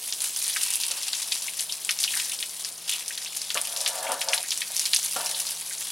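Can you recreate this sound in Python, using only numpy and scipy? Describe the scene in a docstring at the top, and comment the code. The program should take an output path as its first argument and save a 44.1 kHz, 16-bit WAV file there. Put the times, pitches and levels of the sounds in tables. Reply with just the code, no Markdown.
"""Hose water runs off a roof panel on trestles and spatters on a wet driveway, a little to the left.
From the start drops patter, swelling with each slosh over the edge; blobs trap air that rings in short
rising chirps, and throw spray. From 0.5 s the stream churns one spot of the puddle, fading as it wanders
off, and bubble clouds gurgle now and then. Near 3.6-4.4 s and again at 5.2 s the water drives the panel's
bending modes into drumming. Throughout, house walls reflect briefly over soft air and a machine's hum."""
import sys
import numpy as np
from scipy import signal
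from scipy.fft import rfft, irfft, next_fast_len
from scipy.io import wavfile
from scipy.ndimage import uniform_filter1d, map_coordinates

SR = 44100
rng = np.random.default_rng(int(sys.argv[2]) if len(sys.argv) > 2 else 0)


def master_out(mix):
    """Clip the mix to full scale and print it as 16-bit PCM to the path in sys.argv[1]."""
    frames = np.transpose(np.atleast_2d(mix))
    ceiling = np.clip(frames, -1, 1)
    pcm = np.round(ceiling * 32767).astype(np.int16)
    wavfile.write(sys.argv[1], SR, pcm)


N = 260966

# steady water reaching the ground: (t/s, fat-drop level/dB, fine-droplet level/dB)
GROUND_FLOW = [(0.0, -39, -34.5), (0.67, -32.5, -32), (1.1, -34, -37.5), (1.29, -34, -36),
               (1.68, -40, -37.5), (1.94, -36.5, -37), (2.13, -32.5, -31.5), (2.23, -34.5, -36),
               (2.44, -42.5, -36), (2.67, -41, -41), (3.39, -37.5, -41), (3.67, -35.5, -36),
               (4.12, -38.5, -39), (4.66, -36.5, -37.5), (4.93, -35.5, -33.5), (5.42, -33.5, -34),
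               (5.74, -39, -37), (5.92, -41, -44)]
# sloshes coming over the edge: (t/s, level/dB)
EDGE_SLOSHES = [(.2, -29.5), (.41, -29), (.54, -29), (1.11, -40), (1.3, -29), (2.16, -24.5), (2.87, -27),
                (3.53, -42), (3.79, -28.5), (4.49, -29), (4.78, -30), (5.798, -29.5)]
# tone of the fat drops: (f/Hz, gain/dB)
FAT_TONE = [(200, -33), (700, -13), (1300, -16.5), (2200, -4.5), (3300, 3.5), (5000, 7.5), (7000, 9.5),
            (11000, 10.5), (16000, -48)]
# tone of the fine droplets: (f/Hz, gain/dB)
FINE_TONE = [(300, -41), (1500, -31), (3000, -7.5), (5000, -8), (7500, -5), (9700, 6.5), (11000, 3),
             (13000, -2.5), (16000, -8)]
# prominent blobs landing on the wet pavement: (t/s, level/dB, f/Hz)
BLOB_IMPACTS = [(.1255, -9, 5190), (.2195, -9.5, 8890), (.4255, -11, 8930), (.4799, -9.5, 8750),
                (.563, -16.5, 2320), (.6341, -3, 8920), (.6739, -12, 11100), (.7052, -10, 9100),
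                (.7379, -5, 7980), (.757, -6, 9760), (.8358, -10, 4500), (.9115, -14, 4740),
                (1.1323, -9, 4580), (1.3218, -6.5, 4690), (1.3527, -13, 5800), (1.5947, -12, 4810),
                (1.6079, -8, 7730), (1.7242, -10.5, 5420), (1.849, -11, 8340), (1.8925, -10.5, 2770),
                (1.9091, -6.5, 6180), (1.9895, -11, 5650), (2.0317, -6.5, 6780), (2.04, -6.5, 4040),
                (2.14, -20.5, 2700), (2.1535, -9.5, 9140), (2.2, -14.5, 3150), (2.39, -15.5, 5080),
                (2.4274, -12, 3700), (2.6483, -12.5, 5140), (3.0811, -9, 7830), (3.1772, -16.5, 4090),
                (3.37, -10, 8820), (3.4177, -12.5, 5190), (3.504, -11, 3900), (3.545, -8, 7170),
                (3.5739, -13, 2800), (3.6152, -8.5, 9380), (3.7637, -14.5, 4320), (3.8058, -14, 5500),
                (3.8138, -10.5, 8790), (3.8624, -9.5, 3610), (3.877, -5.5, 7400), (3.8873, -12, 9500),
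                (4.0284, -13, 10460), (4.1193, -6.5, 8240), (4.2158, -14, 2950), (4.2868, -8, 4940),
                (4.3334, -7.5, 2810), (4.3415, -8, 7900), (4.3789, -11.5, 4140), (4.4292, -13, 10340),
                (4.507, -9.5, 5620), (4.5185, -11, 3970), (4.576, -7, 9740), (4.6197, -13.5, 3640),
                (4.7659, -6.5, 6240), (4.7953, -3.5, 6960), (4.8553, -7, 5470), (4.9344, -3, 4220),
                (4.9469, -3.5, 9260), (4.963, -3.5, 5490), (5.0307, -8, 7840), (5.061, -11, 6500),
                (5.2615, -8.5, 6220)]
# tone of the spray from a 4000 Hz blob: (f/Hz, gain/dB)
SPRAY_TONE = [(400, -79), (1200, -14), (2000, -1), (2800, 2), (4400, -1), (6400, 0.5), (10000, -11),
              (16000, -9.5)]
# small spray droplets are briefer but far more numerous: (f/Hz, gain/dB)
DROPLET_TILT = [(1000, -18), (16000, 6.5)]
# overall tone of blobs and spray: (f/Hz, gain/dB)
SPLASH_TONE = [(300, -15), (1200, 2.5), (5500, 2.5), (7500, -0.5), (9700, 6), (11000, 4), (13000, -4.5),
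               (16000, -19)]
# bubble clouds whipped into the puddle: (t/s, level/dB, f/Hz, T60/s)
BUBBLE_CLOUDS = [(.564, -37.5, 1687, 0.067), (1.481, -38, 2960, 0.082), (1.695, -36.5, 3140, 0.076),
                 (2.077, -32.5, 3020, .075), (2.14, -40, 2050, .054), (2.164, -45.5, 1930, .23),
                 (2.316, -40, 2980, .13), (2.921, -35.5, 3194, 0.19), (3.107, -39, 2200, 0.052),
                 (3.26, -42.5, 3690, .21), (4.068, -38.5, 2580, .075), (4.431, -48.5, 2210, 0.27),
                 (4.618, -34.5, 2270, 0.047), (5.345, -34, 3830, .06), (5.707, -48, 1990, 0.12)]
# bending modes of the panel: (f/Hz, bandwidth/Hz, level/dB)
PANEL_MODES = [(258, 25, -24.5), (395, 45, -17.5), (443, 45, -12), (551.4, 32, 0), (661, 42, 1.5),
               (751, 57, 0.5), (782, 36, 2), (901, 33, 0), (1005, 39, -5.5), (1157, 130, -10.5),
               (1387, 103, -8.5), (1702, 135, -9)]
# stream running over the panel, one curve per passage: (t/s, level/dB)
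PANEL_STREAMS = [
    [(3.62, -47), (3.65, -48.5), (4.09, -34.5), (4.11, -30.5), (4.21, -42.5), (4.252, -42), (4.28, -33),
     (4.392, -41.5), (4.45, -65)],
    [(5.14, -87), (5.164, -35.5), (5.69, -68), (5.7, -72)],
]
# gushes striking the panel: (t/s, level/dB, T60/s)
PANEL_GUSHES = [(.9, -45.5, 0.44), (3.552, -28.5, .19), (4.095, -31.5, 0.28), (4.11, -30.5, 0.18),
                (4.7, -44.5, 0.14), (5.161, -26, 0.082), (5.199, -33.5, 0.29)]
# force spectrum of a gush: (f/Hz, gain/dB)
GUSH_FORCE = [(100, 17.5), (300, 8.5), (700, -2), (1300, 5.5), (1900, 2), (3000, 21), (8000, -12)]
# an open panel radiates little deep bass: (f/Hz, gain/dB)
PANEL_RADIATION = [(40, -12), (150, 8), (300, 1)]
# leftward lean of the splashes at a factor of 1: (f/Hz, left minus right level/dB)
LEAN = [(500, 2.6), (2000, 3.2), (4000, 0.35), (7000, 3.5), (8000, 3.7), (8800, 0.29), (14000, 0.24)]
# how far left the water lands: (t/s, factor on the lean)
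LEAN_PATH = [(.9, 0.47), (1.15, 1.45), (4.3, 0.96), (4.8, 0.53)]
# spectrum of the outdoor air: (f/Hz, gain/dB)
AIR_TONE = [(20, -20), (45, -14), (70, -5.5), (130, -7), (300, 0.5), (700, 5.5), (1200, 1.5), (3000, -7),
            (16000, -18)]
# partials of the machine hum: (f/Hz, level/dB)
HUM_PARTIALS = [(120, -79), (169.2, -67.5), (240.5, -77)]

TOP_HZ = 16000  # upper band limit
SLOSH_ATTACK_S, SLOSH_T60_S = 0.025, 0.61
SPRAY_ATTACK_S, SPRAY_T60_S = 0.00028, 0.074
SPRAY_DB, SPRAY_DB_PER_OCTAVE = -17, -5.5  # relative to the blob; above 4000 Hz smaller blobs throw less


def patter():
    """Incoherent addition: steady flow and sloshes sum in power, feeding drops, droplets and mist."""
    fat_db, fine_db = curves(GROUND_FLOW)
    slosh = bursts([(s, db, SLOSH_T60_S) for s, db in EDGE_SLOSHES], attack=SLOSH_ATTACK_S)
    fat_flow = np.hypot(amp(fat_db - 1), slosh)
    fine_flow = np.hypot(amp(fine_db), amp(-3.5) * slosh)
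    clumps = clumping(rate=110, t60=.07, spread_db=12, steady=.9)
    fat = shower(rate=2600, low_hz=922, high_hz=10870, spread_db=0.5, largest=5.0)
    fat = unit(coloured(fat, FAT_TONE))
    fine = shower(rate=2500, low_hz=4043, high_hz=15300, spread_db=2.5, largest=4.9)
    fine = unit(coloured(fine, FINE_TONE))
    mist = amp(-13) * unit(filtered(rng.standard_normal(N), lambda hz: hz ** 2 / (hz ** 2 + 9500 ** 2)))
    drops = fat_flow * patchy(fat, depth_db=2.0) + fine_flow * fine
    return clumps * drops + fine_flow * mist


def shower(rate, low_hz, high_hz, spread_db, largest):
    """Shot noise: independent drops, many small and a few large, each ring for a few cycles; rms 1."""
    when, pitch, size = rng.random((int(rate * N / SR), 3)).T
    gains = amp(spread_db * np.minimum(-np.log(1 - size), largest))
    hz = low_hz * (high_hz / low_hz) ** pitch
    return unit(chirps(when * N / SR, gains, hz, swell=1.4, fall=1.2, glide=.16, size=128))


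def chirps(times, gains, hz, swell, fall, glide, size=256):
    """Bubble resonance: trapped air rings, rising in pitch as it shrinks. Swell and fall are in cycles."""
    index = (times * SR).astype(int)[:, None] + np.arange(size) - size * 2 // 3
    cycles = (index / SR - times[:, None]) * hz[:, None]
    bend = 2 * np.tanh(cycles / 2)  # the glide levels off on both sides of the peak
    pitch = np.minimum(hz[:, None] * np.exp(glide * bend), TOP_HZ)
    phase = 2 * np.pi * (np.cumsum(pitch, axis=1) / SR + rng.random((len(times), 1)))
    envelope = np.exp(np.where(cycles < 0, -(cycles / swell) ** 2, -np.abs(cycles) / fall))
    rings = gains[:, None] * envelope * np.sin(phase)
    return np.bincount(np.clip(index, 0, N).ravel(), rings.ravel(), N + 1)[:N]


def clumping(rate, t60, spread_db, steady):
    """Amplitude modulation: drops burst into droplets, adding sudden decaying rises to a steady share."""
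    when, size = rng.random((int(rate * N / SR), 2)).T
    splats = bursts(zip(when * N / SR, spread_db * size ** 2, np.full(len(when), t60)), attack=0.00047)
    return unit(np.hypot(unit(splats), steady))


def patchy(x, depth_db):
    """Spectral modulation: bubble sizes come in passing groups, so pitch regions swell and fade."""
    spectrogram = signal.stft(x, nperseg=512)[2]
    patches = uniform_filter1d(rng.standard_normal(spectrogram.shape), size=9, axis=0)
    patches = uniform_filter1d(patches, size=4, axis=1)
    return unit(signal.istft(spectrogram * amp(depth_db * unit(patches)), nperseg=512)[1][:N])


def blobs():
    """Impact and air entrainment: a blob chirps and cracks, then its trailing part and spray land."""
    s, db, hz = np.vstack([BLOB_IMPACTS, stray_blobs()]).T
    lag, detune = rng.random((len(s), 2)).T
    smallness = np.clip(hz / 12500, .1, .8)  # small blobs mostly crack; big ones trap more air
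    sweep = 0.2485 * (1 - smallness[:, None])
    heads = chirps(s, amp(db - 1.5) * np.sqrt(1 - smallness), hz, swell=1.9, fall=1.42, glide=sweep)
    crack_hz = np.sqrt(hz * 8000)
    cracks = chirps(s + 1.2 / hz, amp(db + 2.0) * smallness, crack_hz, swell=0.7, fall=0.41, glide=0)
    trail_hz = hz * (.8 + 0.418 * detune)
    trails = chirps(s + 0.0031 + 0.0034 * lag, amp(db - 16), trail_hz, swell=1.8, fall=2.4, glide=0.109)
    return coloured(heads + cracks + trails + spray(s, db, hz), SPLASH_TONE)


def stray_blobs(count=50, above_flow_db=22.5, scatter_db=2.0, low_hz=5460, high_hz=11850):
    """Random arrivals: lesser blobs, stronger when more water flows, as rows of (t/s, level/dB, f/Hz)."""
    when, strength, pitch = rng.random((count, 3)).T
    at = (when * (N - SR / 10)).astype(int)
    db = curves(GROUND_FLOW)[0][at] + above_flow_db + scatter_db * (2 * strength - 1)
    return np.transpose([at / SR, db, low_hz * (high_hz / low_hz) ** pitch])


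def spray(times, blob_db, blob_hz, size=4096):
    """Secondary impacts: each blob throws droplets that fall back, sounding around its own pitch."""
    levels = blob_db + SPRAY_DB + SPRAY_DB_PER_OCTAVE * np.log2(blob_hz / 4000)
    droplets = shower(rate=3700, low_hz=892, high_hz=16340, spread_db=2.5, largest=3.05)
    droplets = coloured(droplets, DROPLET_TILT)
    t, f = np.arange(size) / SR, np.fft.rfftfreq(size, 1 / SR)
    settle = amp(-60 * t / SPRAY_T60_S) * (1 - np.exp(-t / SPRAY_ATTACK_S))
    sound = np.zeros(N + size)
    for when, pitch, level in zip(times, blob_hz, levels):
        at = round(when * SR)
        tone = amp(along(SPRAY_TONE, f * 4000 / pitch))
        cloud = irfft(rfft(droplets[at:at + size], size) * tone)
        sound[at:at + size] += amp(level) * unit(cloud) * settle
    return sound[:N]


def gurgles(count=45):
    """Size sets resonance: like bubbles in a cloud ring near one pitch, later ones weaker and higher."""
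    s, db, hz, t60 = np.transpose(BUBBLE_CLOUDS)[:, :, None]
    delay = .5 * t60 * (np.arange(count) + rng.random((len(s), count))) / count
    pitch = hz * np.exp(.14 * rng.standard_normal(delay.shape) + .25 * delay / t60)
    gain = amp(db + 10.0 - 60 * delay / t60) * np.sqrt(t60 * hz / count / 4)
    return chirps((s + delay).ravel(), gain.ravel(), pitch.ravel(), swell=2.4, fall=3, glide=.05, size=384)


def churn(start_s=0.54, level_db=-37.5, t60=2.8, centre_hz=2780, half_width_hz=330):
    """Narrow-band noise: the stream makes bubbles of one size in one spot, then wanders off."""
    rings = shower(rate=2500, low_hz=2100, high_hz=3720, spread_db=5.0, largest=3)
    rings = unit(filtered(rings, lambda f: 1 / (1 + 1j * (f - centre_hz) / half_width_hz) ** 2))
    return rings * bursts([(start_s, level_db, t60)], attack=0.11)


def panel():
    """Forced vibration: water drums on the thin panel; a gush shakes more modes than the steady stream."""
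    t = np.arange(N) / SR
    stream_force = rng.standard_normal(N) * amp(wobble(120))
    drumming = unit(filtered(stream_force, panel_response))
    struck = unit(coloured(filtered(rng.standard_normal(N), panel_response), GUSH_FORCE))
    stream = sum(amp(np.interp(t, *np.transpose(run), left=-120, right=-120)) for run in PANEL_STREAMS)
    vibration = amp(-2) * stream * drumming + bursts(PANEL_GUSHES, attack=0.00092) * struck
    return coloured(vibration, PANEL_RADIATION)


def panel_response(f):
    """Modal superposition: the panel's damped resonances add with alternating sign."""
    return sum((-1) ** k * amp(db) * 1j * f * width / (hz * hz - f * f + 1j * f * width)
               for k, (hz, width, db) in enumerate(PANEL_MODES))


def lean_left(x):
    """Interchannel level difference: a side signal, added left and taken from the right, places x."""
    def side_gain(hz):
        ratio = amp(along(LEAN, hz))
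        return (ratio - 1) / (ratio + 1)
    side = curves(LEAN_PATH)[0] * filtered(x.mean(0), side_gain)
    return x + np.array([side, -side])


def walls(x, t60, wet_db, side_db):
    """Diffuse reflection: the walls return a short decaying tail, nearly alike left and right."""
    t = np.arange(SR // 4) / SR
    tail = rng.standard_normal((2, len(t))) * amp(-60 * t / t60) * (t > .003)
    mid, side = signal.fftconvolve(x[None], tail / np.linalg.norm(tail[0]), axes=1)[:, :N]
    return x + amp(wet_db) * mid + amp(side_db) * np.array([side, -side])


def outdoor_air():
    """Ambient noise: a soft broadband rush, largely coherent between left and right."""
    noise = filtered(rng.standard_normal((2, N)), lambda hz: amp(along(AIR_TONE, hz)))
    mid, side = unit(noise * amp([[0], [-19]]))
    return amp(-57.5) * np.array([mid + side, mid - side])


def machine_hum():
    """Line spectrum: a machine's three faint partials waver slightly in level and phase."""
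    t = np.arange(N) / SR
    return sum(np.sqrt(2) * amp(db + 2.5 * wobble(3.27)) * np.sin(2 * np.pi * hz * t + 0.22 * wobble(2.7))
               for hz, db in HUM_PARTIALS)


def amp(db):
    """Amplitude ratio of a level in dB."""
    return 10 ** (np.asarray(db) / 20)


def unit(x):
    """Normalisation to rms 1."""
    return x / np.sqrt(np.mean(x ** 2) + 1e-20)


def along(points, hz):
    """Interpolation of (f/Hz, value) points on a logarithmic frequency axis."""
    f, values = np.transpose(points)
    return np.interp(np.log(hz + 1), np.log(f + 1), values)


def curves(rows):
    """Linear interpolation in time: one value per sample for each column after t/s."""
    s, *columns = np.transpose(rows)
    return [np.interp(np.arange(N) / SR, s, column) for column in columns]


def wobble(rate):
    """Spline interpolation through random knots, rate of them a second."""
    knots = rng.standard_normal(int(N * rate / SR) + 4)
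    return map_coordinates(knots, [np.arange(N) * rate / SR])


def bursts(rows, attack):
    """Exponential decay: envelope of (t/s, level/dB, T60/s) bursts, added in power."""
    power = np.zeros(N)
    for s, db, t60 in rows:
        span = power[round(s * SR):][:int(t60 * SR)]
        t = np.arange(len(span)) / SR
        span += (amp(db - 60 * t / t60) * (1 - np.exp(-t / attack))) ** 2
    return np.sqrt(power)


def filtered(x, response):
    """Linear filtering: the spectrum of x times a complex frequency response."""
    size = next_fast_len(N + SR // 2)
    return irfft(rfft(x, size) * response(np.fft.rfftfreq(size, 1 / SR)), size)[..., :N]


def coloured(x, points, size=2048):
    """Minimum-phase filtering by (f/Hz, gain/dB) points; folding the cepstrum makes it causal."""
    cepstrum = irfft(np.log(amp(along(points, np.fft.rfftfreq(size, 1 / SR)))))
    cepstrum[1:size // 2] *= 2
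    cepstrum[size // 2 + 1:] = 0
    return signal.fftconvolve(x, irfft(np.exp(rfft(cepstrum))))[:N]


def scene():
    """Superposition: ground splashes left of centre, the panel nearly ahead, air and hum behind them."""
    splashes = walls(patter() + blobs() + gurgles() + churn(), t60=.14, wet_db=-11.5, side_db=-19)
    drumming = walls(panel(), t60=0.11, wet_db=-7, side_db=-22.0) * amp([[.4], [-.4]])
    return lean_left(splashes) + drumming + outdoor_air() + machine_hum()


def record(dry):
    """Band limiting: a steep low-pass removes the treble above TOP_HZ."""
    return filtered(dry, lambda hz: 1 / (1 + (hz / TOP_HZ) ** 200))


dry = scene()
out = record(dry)
master_out(out)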